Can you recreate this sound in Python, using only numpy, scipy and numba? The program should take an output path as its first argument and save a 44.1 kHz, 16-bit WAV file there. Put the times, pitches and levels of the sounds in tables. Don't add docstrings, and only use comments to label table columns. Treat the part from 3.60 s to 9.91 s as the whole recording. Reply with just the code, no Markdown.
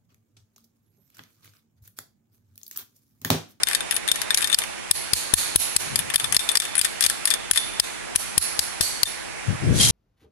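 import sys
import numpy as np
from scipy import signal
from scipy.fft import rfft, irfft, next_fast_len
from scipy.io import wavfile
from scipy.ndimage import uniform_filter1d, map_coordinates
from numba import njit

SR = 44100
rng = np.random.default_rng(int(sys.argv[2]) if len(sys.argv) > 2 else 0)


def to_wav(s):
    ch = np.atleast_2d(s).T
    pcm = np.round(np.clip(ch, -1, 1) * 32767)
    wavfile.write(sys.argv[1], SR, pcm.astype(np.int16))


N = 278271


def amp(db):
    return 10 ** (np.asarray(db) / 20)


def unit(x):
    return x / np.sqrt(np.mean(x ** 2) + 1e-20)


def along(points, hz):
    f, v = np.transpose(points)
    return np.interp(np.log(hz + 1), np.log(f + 1), v)


def wobble(rate):
    knots = rng.standard_normal(int(N * rate / SR) + 4)
    return map_coordinates(knots, [np.arange(N) * rate / SR])


def filtered(x, response):
    m = next_fast_len(N + SR // 2)
    return irfft(rfft(x, m) * response(np.fft.rfftfreq(m, 1 / SR)), m)[..., :N]


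def causal(x, points, size=2048):
    gain = amp(along(points, np.fft.rfftfreq(size, 1 / SR)))
    cepstrum = irfft(np.log(gain + 1e-6))
    cepstrum[1:size // 2] *= 2
    cepstrum[size // 2 + 1:] = 0
    return signal.fftconvolve(x, irfft(np.exp(rfft(cepstrum))))[:N]


def resonance(f, hz, width, db):
    return amp(db) * 1j * f * width / (hz * hz - f * f + 1j * f * width)


def peaks(modes):
    return lambda f: 1 + sum(resonance(f, *mode) for mode in modes)


def rush(spectrum, alike, patchy_db):
    z = signal.stft(rng.standard_normal((2, N)), nperseg=512)[2]
    field = uniform_filter1d(rng.standard_normal(z.shape[1:]), size=6, axis=0)
    field = uniform_filter1d(field, size=14, axis=1)
    pair = signal.istft(z * amp(patchy_db * unit(field)), nperseg=512)[1][:, :N]

    def mid_side(hz):
        turn = np.arccos(np.clip(along(alike, hz), -1, 1)) / 2
        return amp(along(spectrum, hz)) * [np.cos(turn), np.sin(turn)]

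    mid, side = filtered(pair, mid_side)
    return unit(np.array([mid + side, mid - side]))


# (frequency [Hz], relative level [dB per Hz])
DRONE_COLOUR = [(18, -69), (35, -4.5), (54, -10), (130, -4), (290, -6.5), (470, -5), (840, -6),
                (1230, -8.5), (2420, -7.5), (3630, -15.5), (10500, -18), (11600, -27.5), (12300, -66),
                (16200, -89), (22000, -120)]
# (frequency [Hz], correlation [-1 to 1])
DRONE_LIKENESS = [(60, -0.88), (180, -0.99), (550, -0.74), (1650, 0.35), (4970, -0.31), (15000, 0.27)]
# (frequency [Hz], left minus right [dB])
DRONE_BALANCE = [(60, 4.5), (180, -2.5), (550, -1.5), (1650, -8), (4970, -4), (15000, -5.5)]
# (frequency [Hz], level before each port's gain [dB])
MACHINE_TONES = [(204.6, -53), (339, -51), (829, -51)]


def shop():
    drone = rush(DRONE_COLOUR, DRONE_LIKENESS, patchy_db=1.0)
    drone = filtered(drone, lambda hz: amp(np.outer([.5, -.5], along(DRONE_BALANCE, hz))))
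    t = np.arange(N) / SR
    hum = np.zeros(N)
    for hz, db in MACHINE_TONES:
        level = amp(db + 0.59 * wobble(3.6))
        hum += level * np.sin(2 * np.pi * hz * t + 1.3 * wobble(7.5))
    sway_db = .7 * wobble(2.0)
    return amp(-34.5 + sway_db) * drone + np.outer([1.5, -.7], hum)


# (time [s], blow strength [dB], then ring level [dB] of the low, high and side families)
CONTACTS = [(0.0334, 1.5, 3, -17, -19), (0.0709, -15.5, -9, -21, -32), (0.0858, -14.5, -30, -14, -36),
            (0.099, -21, -21, -31, -35), (0.1119, -18, -36, -24, -32), (0.1232, -26, -23, -25, -36),
            (0.132, -14.5, -16, -30, -33), (0.149, -2, -4, -30, -33), (0.2062, -25, -12.5, -15, -27),
            (0.3104, -12, -12, -5, -28), (0.324, -19, -21, -25, -33), (0.3432, -40, -28, -10, -26),
            (0.3524, -43, -23, -15, -15), (0.3647, -12, -17, -8, -25), (0.4775, -17, -15, -38, -34),
            (0.4867, -18, -5, -22, -33), (0.5155, 2.5, 4.5, -8, -19), (0.5583, -18.5, -36, -20, -34),
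            (0.6166, -12, -28, -35, -37), (0.7056, -12, -4, -30, -35), (0.745, 1.5, -7, -6, -15),
            (0.774, -3, -29, -7, -24), (0.7835, -17, -27, -13, -30), (0.8074, -19, -24, -23, -21),
            (0.8185, -16, -33, -14, -14), (0.825, -13, -10, -30, -29), (0.844, -12.5, -4.5, -34, -33),
            (0.8734, -16, -16, -34, -40), (0.8994, -22, -10, -28, -30), (0.9171, -20, -13, -23, -26),
            (0.928, -12.5, -1.5, -20, -27), (0.9446, 2, -3, -19, -25), (0.9874, -2, -37, -10, -30),
            (1.0184, -24, -15, -35, -37), (1.0375, -19.5, -42, -30, -37), (1.3113, 6, 0, 9.5, 4),
            (1.534, 8.5, -4.5, -3, -19), (1.738, 10.5, 10, 15, 11), (1.9593, 9.5, 1.5, 13, 4),
            (2.1638, 6.5, -20, 5.5, -17), (2.358, 1.5, -2, -8.5, -23), (2.3907, -14.5, -13, -7.5, -30),
            (2.501, -20.5, -16, -27, -21), (2.5386, -17, -23, -23, -20), (2.5427, -12, -31, -30, -37),
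            (2.5586, 3.5, 4, -3, 2.5), (2.5797, -11, -21, -31, -37), (2.5982, -14, -12, -31, -31),
            (2.643, -14.5, -8, -32, -33), (2.724, -10, -20, -22, -6), (2.7454, -13, -9, -28, -7),
            (2.7654, 4, 0, -26, -10), (2.793, 1, 4, -28, -4), (2.8899, -3, -1, -24, -8),
            (2.9158, -22, -20, -11.5, -10), (2.954, 0, -6, -15, -25), (2.9717, 3, -35, -12, -28),
            (3.0, -1, 2, -11, -5), (3.02, -13.5, -27, -35, -39), (3.0524, -22, -19, -34, -35),
            (3.1535, -17, -37, -13, -10), (3.167, -23, -31, -20, -14), (3.1797, -21, -20, -15, -0.5),
            (3.192, -12.5, -8, -22, -0.5), (3.2135, 4, -13, -28, -23), (3.2467, -16.5, -21, -5, -21),
            (3.2501, -10.5, -9.5, -19, -31), (3.4079, -6, -11, -10, -1), (3.4246, -3, -9, -23, -34),
            (3.439, 0.5, -1, -22, -18), (3.449, -15, -5, -27, -23), (3.4631, 4, -3, -5, -31),
            (3.4989, -9.5, -13, -18, -30), (3.6545, -5.5, -33, 2, -6), (3.6737, -3.5, -5, -16, -6),
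            (3.7038, -3.5, -13, -25, -28), (3.711, -9, -1, -27, -28), (3.7385, -10.5, -10, -26, -32),
            (3.9117, 5.5, -17, 11.5, -11), (3.9342, 3, -13, -16, -27), (3.948, -14, -12, -24, -28),
            (3.9589, -5, -9, -4, -24), (3.9745, -1, 4, -27, -33), (4.1983, 4.5, 1, -30, -23),
            (4.553, -24, -35, -28, -32), (4.5589, 6, -6, 3, 8), (4.779, 8.5, -5, 11, 12),
            (4.992, 6, -25, -33, -19), (5.2095, 9, -3, -12, 1), (5.432, 5, -15, -26, -16),
            (5.4556, -14, -4.5, -31, -38)]


def blows(per_db, lead_s):
    s, db, *_ = np.transpose(CONTACTS)
    return np.bincount(np.round((s - lead_s) * SR).astype(int), amp(per_db * db), N)


THUD_DB, THUD_PER_DB, THUD_LEAD_S, THUD_LEFT_DB = -12, 2.5, 0.00192, 17
PUSH_HZ = 304
BENCH_HZ, BENCH_WIDTH_HZ, BENCH_DB = 82, 14, 15
BODY_HZ, BODY_WIDTH_HZ, BODY_DB = 620, 1100, -5
SWAY_HZ, SWAY_WIDTH_HZ, SWAY_DB = 36, 35, 8


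def thud():
    def bench(f):
        push = -1 / (1 + 1j * f / PUSH_HZ) ** 2
        hum = resonance(f, BENCH_HZ, BENCH_WIDTH_HZ, BENCH_DB)
        body = resonance(f, BODY_HZ, BODY_WIDTH_HZ, BODY_DB)
        sway = resonance(f, SWAY_HZ, SWAY_WIDTH_HZ, SWAY_DB)
        return push - hum + body - sway

    push = amp(THUD_DB) * filtered(blows(THUD_PER_DB, THUD_LEAD_S), bench)
    return np.outer(amp([0, -THUD_LEFT_DB]), push)


# (nominal frequency [Hz], relative level [dB], time to fall 60 dB [s])
TOOL_MODES = [
    [(3553, -5, 0.052), (1774, -22, 0.04), (6520, -17, 0.02), (8446, -16, 0.08)],
    [(10300, -2, 0.025), (10750, -4, 0.02)],
    [(9780, -3, 0.035), (8430, -15, 0.07)],
]
# (frequency [Hz], filter gain [dB])
CRACK_COLOUR = [(590, -42), (1000, -43), (2550, -17), (3610, -7), (6950, -7), (10300, -1), (11100, -2.5),
                (12000, -12), (13400, -14.5), (16300, -57)]
# (frequency [Hz], filter gain [dB])
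KNOCK_COLOUR = [(300, -72), (900, -8), (1450, 7), (2300, 9.5), (3200, 3.5), (5000, -42)]
# (frequency [Hz], filter gain [dB])
CLANK_COLOUR = [(3400, -30), (4300, 0), (5200, -2), (6200, -30)]
# (time [s], pitch shift [%])
GRIP_SHIFT = [(0, 1.5), (1.0, 1.5), (1.7, -1.0), (2.2, -0.6), (2.4, 0.01), (5.0, 0.01), (5.45, 0.8)]
KNOCK_DB, KNOCK_PER_DB, KNOCK_SCATTER_DB = -14, -0.49, 2
CLANK_DB, CLANK_PER_RING_DB, CLANK_T60_S = 14, .8, .011
STOP_DB = -5


def chipping():
    t = np.arange(SR // 5) / SR
    crack, knock, clank = np.zeros((3, N + len(t)))
    ring = np.zeros((len(TOOL_MODES), N + len(t)))
    direct = np.ones(N + len(t))
    rise = 1 - np.exp(-t / 0.0002)
    shift_s, shift_percent = np.transpose(GRIP_SHIFT)
    for s, db, *ring_db in CONTACTS:
        start = round(s * SR)
        at = slice(start, start + len(t))
        ring[:, at] *= amp(STOP_DB)

        grit = amp(5 * np.repeat(rng.standard_normal(len(t) // 20), repeats=20))
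        snap = amp(10.5 - 60 * t / 0.0015)
        rattle = amp(2 - 60 * t / 0.0073) + amp(-12.5 - 60 * t / 0.061) * grit
        crack[at] += amp(db) * rise * (snap + rattle) * rng.standard_normal(len(t))

        dull_db = KNOCK_DB + KNOCK_PER_DB * db + rng.normal(0, KNOCK_SCATTER_DB)
        knock[at] += amp(db + dull_db - 60 * t / 0.022) * rise * rng.standard_normal(len(t))

        ring_excess_db = max(max(ring_db[1:]) - db + 13, 0)
        flat_db = CLANK_DB - CLANK_PER_RING_DB * ring_excess_db + .3 * min(db - 4, 0)
        clank[at] += amp(db + flat_db - 60 * t / CLANK_T60_S) * rise * rng.standard_normal(len(t))

        direct[at] = amp(-.65 * max(db + 10.0, 0))

        tune = 1 + np.interp(s, shift_s, shift_percent) / 100
        for group, family in enumerate(TOOL_MODES):
            for nominal_hz, mode_db, t60 in family:
                hz = nominal_hz * (1 if group else tune) * (1 + 0.0026 * rng.standard_normal())
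                level = mode_db + ring_db[group] + rng.normal(0, 1.5)
                drift = .048 * np.cumsum(rng.standard_normal(len(t)))
                tone = np.sin(2 * np.pi * hz * t + drift)
                ring[group, at] += amp(level - 60 * t / t60) * rise * tone
    hits = amp(8.0) * causal(crack[:N], CRACK_COLOUR)
    hits = hits + amp(6.5) * causal(knock[:N], KNOCK_COLOUR)
    hits = hits + causal(clank[:N], CLANK_COLOUR)
    return hits, ring[:, :N], direct[:N]


# (frequency [Hz], time to fall 60 dB [s])
SHED_DECAY = [(1000, 1), (4000, 0.95), (10000, 0.72), (15000, 0.12)]
# (frequency [Hz], gain [dB])
ECHO_AT_LEFT = [(1000, 1), (3000, -1), (4300, -6), (7000, -2.5), (10000, -11), (14000, -9)]
ECHO_AT_RIGHT = [(1000, 6), (3000, 2), (4300, -2.5), (7000, -2.5), (10000, -3.5), (14000, 7)]


def shed(x):
    out, step = np.zeros((2, N + SR)), SR // 4
    for start in range(0, N, step):
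        hz, t, z = signal.stft(rng.standard_normal((2, SR // 2)), SR, nperseg=256)
        colour_db = 2.5 * unit(uniform_filter1d(rng.standard_normal(len(hz)), size=5))
        grow = (1 - np.exp(-t / 0.0038)) * amp(colour_db)[:, None]
        decay = amp(-60 * t / along(SHED_DECAY, hz)[:, None])
        tail = signal.istft(z * grow * decay, SR, nperseg=256)[1]
        tail = tail / np.linalg.norm(tail[0])
        wet = signal.fftconvolve(x[None, start:start + step], tail, axes=1)
        out[:, start:start + wet.shape[1]] += wet
    return filtered(out[:, :N], lambda hz: amp([along(ECHO_AT_LEFT, hz), along(ECHO_AT_RIGHT, hz)]))


# (time [s], level [dB], left minus right [dB])
AIR_SPELLS = [
    [(2.19, -62, 12), (2.24, -43.5, 12), (2.34, -46.5, 19), (2.45, -37.5, 2), (2.52, -61, 18),
     (2.63, -50, 7), (2.66, -44, 13), (2.72, -43.5, 16), (2.76, -53, 16)],
    [(5.84, -63, 19), (5.89, -31.5, 26), (5.94, -28, 4), (5.995, -42, -5), (6.02, -29, 17),
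     (6.065, -25.5, 7), (6.09, -14, 5), (6.2, -24.5, 15), (6.31, -21.5, 3)],
]
# (frequency [Hz], relative level [dB per Hz])
BUFFET_COLOUR = [(15, -58), (25, -40.5), (114, -7), (237, -21), (407, -28.5), (637, -37.5), (900, -58),
                 (1980, -120)]


def air():
    t, swell = np.arange(N) / SR, np.zeros((2, N))
    for s, db, pan_db in map(np.transpose, AIR_SPELLS):
        level_db = np.interp(t, s, db, left=-120, right=-120)
        swell += amp(level_db + np.outer([.5, -.5], np.interp(t, s, pan_db)))
    lumps = amp(3 * np.array([wobble(30), wobble(30)]))
    return swell * unit(lumps * rush(BUFFET_COLOUR, [(100, 0.013)], patchy_db=0.5))


# (time [s], level [dB])
SCRAPE_SWELL = [(6.12, -50), (6.148, -29.5), (6.196, -22.5), (6.201, -16.5), (6.25, -15.5), (6.31, -20.5)]
# (frequency [Hz], relative level [dB per Hz])
RASP_COLOUR = [(1500, -12), (2700, -6), (3400, -1), (7000, -2), (10800, 1.5), (11800, -9), (16000, -48)]
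# (frequency [Hz], width [Hz], level [dB])
DRAGGED_PART = [(4030, 34, 8), (5850, 28, 9), (6120, 42, 10), (6970, 99, 2)]
CHATTER_HZ, CHATTER_START_S, CHATTER_RATE = 3210, 6.2, 30.5
CHATTER_DB, CHATTER_FADE_DB_PER_S = -14, 111


def scrape():
    s, db = np.transpose(SCRAPE_SWELL)
    t = np.arange(N) / SR
    grit = rush(RASP_COLOUR, [(3000, 0.044)], patchy_db=1.5) * amp(1.9 * wobble(400))
    since = t - CHATTER_START_S
    catch = np.clip(2.3 * np.sin(2 * np.pi * CHATTER_RATE * since) + 1.4, .15, 1)
    catch = (since > 0) * catch
    fade = amp(CHATTER_DB - CHATTER_FADE_DB_PER_S * np.maximum(since, 0))
    squeal = catch * fade * np.sin(2 * np.pi * CHATTER_HZ * t + 0.77 * wobble(140))
    drag = amp(np.interp(t, s, db, left=-120)) * unit(filtered(grit, peaks(DRAGGED_PART)))
    return drag + np.outer([1, .6], squeal)


# (frequency [Hz], gain [dB])
FAR_PORT = [(500, -7.5), (3500, -14.5), (9500, -17.5), (14000, -13)]
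# (frequency [Hz], width [Hz], level [dB])
PLATE_RING = [(4390, 140, 7), (10150, 900, -3)]
RING_TO_ECHO = [
    [-26],
    [-22],
    [-28],
]
LAG = 27
ECHO_DB, ECHO_PER_DB = 5.5, 1.75


def scene():
    hits, ring, direct = chipping()
    near = direct * (hits + ring.sum(axis=0))
    t = np.arange(SR // 40) / SR
    smear = amp(-15 - 60 * t / 0.066) * rng.standard_normal(len(t))
    smear[0] = 1
    delayed = np.pad(near, (LAG, 0))[:N]
    far = signal.fftconvolve(causal(delayed, FAR_PORT), smear)[:N]
    struck = filtered(causal(blows(ECHO_PER_DB, 0), CRACK_COLOUR), peaks(PLATE_RING))
    echo = shed(struck + np.sum(amp(RING_TO_ECHO) * ring, axis=0))
    return np.array([near, far]) + amp(ECHO_DB) * echo + thud() + shop() + air() + scrape()


@njit
def ducking(over_db, fall, hold, recover):
    cut, now, aim, wait = np.zeros(len(over_db)), 0.0, 0.0, 0.0
    for i in range(len(over_db)):
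        if over_db[i] >= aim:
            aim, wait = over_db[i], hold
        elif wait > 0:
            wait -= 1
        else:
            aim = max(aim - recover, 0.0)
        now += fall * (aim - now)
        cut[i] = now
    return cut


UNDUCKED_HZ = 120
TOP_HZ = 16100


def record(dry):
    sensed = filtered(dry, lambda f: 1j * f / (1500 + 1j * f))
    share = 1 / (0.002 * SR)
    power = signal.lfilter([share], [1, share - 1], np.max(sensed ** 2, axis=0))
    over_db = 4.64 * np.maximum(10 * np.log10(power + 1e-12) + 10, 0)
    late, fall = round(.003 * SR), 1 / (.004 * SR)
    cut_db = ducking(np.minimum(over_db, 19), fall, hold=0.006 * SR, recover=680 / SR)
    bass = filtered(dry, lambda f: 1 / (1 + (f / UNDUCKED_HZ) ** 4))
    ducked = bass + (dry - bass) * amp(-np.pad(cut_db, (late, 0))[:N])
    overloaded = ducked / (1 + np.abs(ducked) ** 6) ** (1 / 6)
    return np.clip(filtered(overloaded, lambda hz: 1 / (1 + (hz / TOP_HZ) ** 80)), -1, 1)


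dry = scene()
out = record(dry)
to_wav(out)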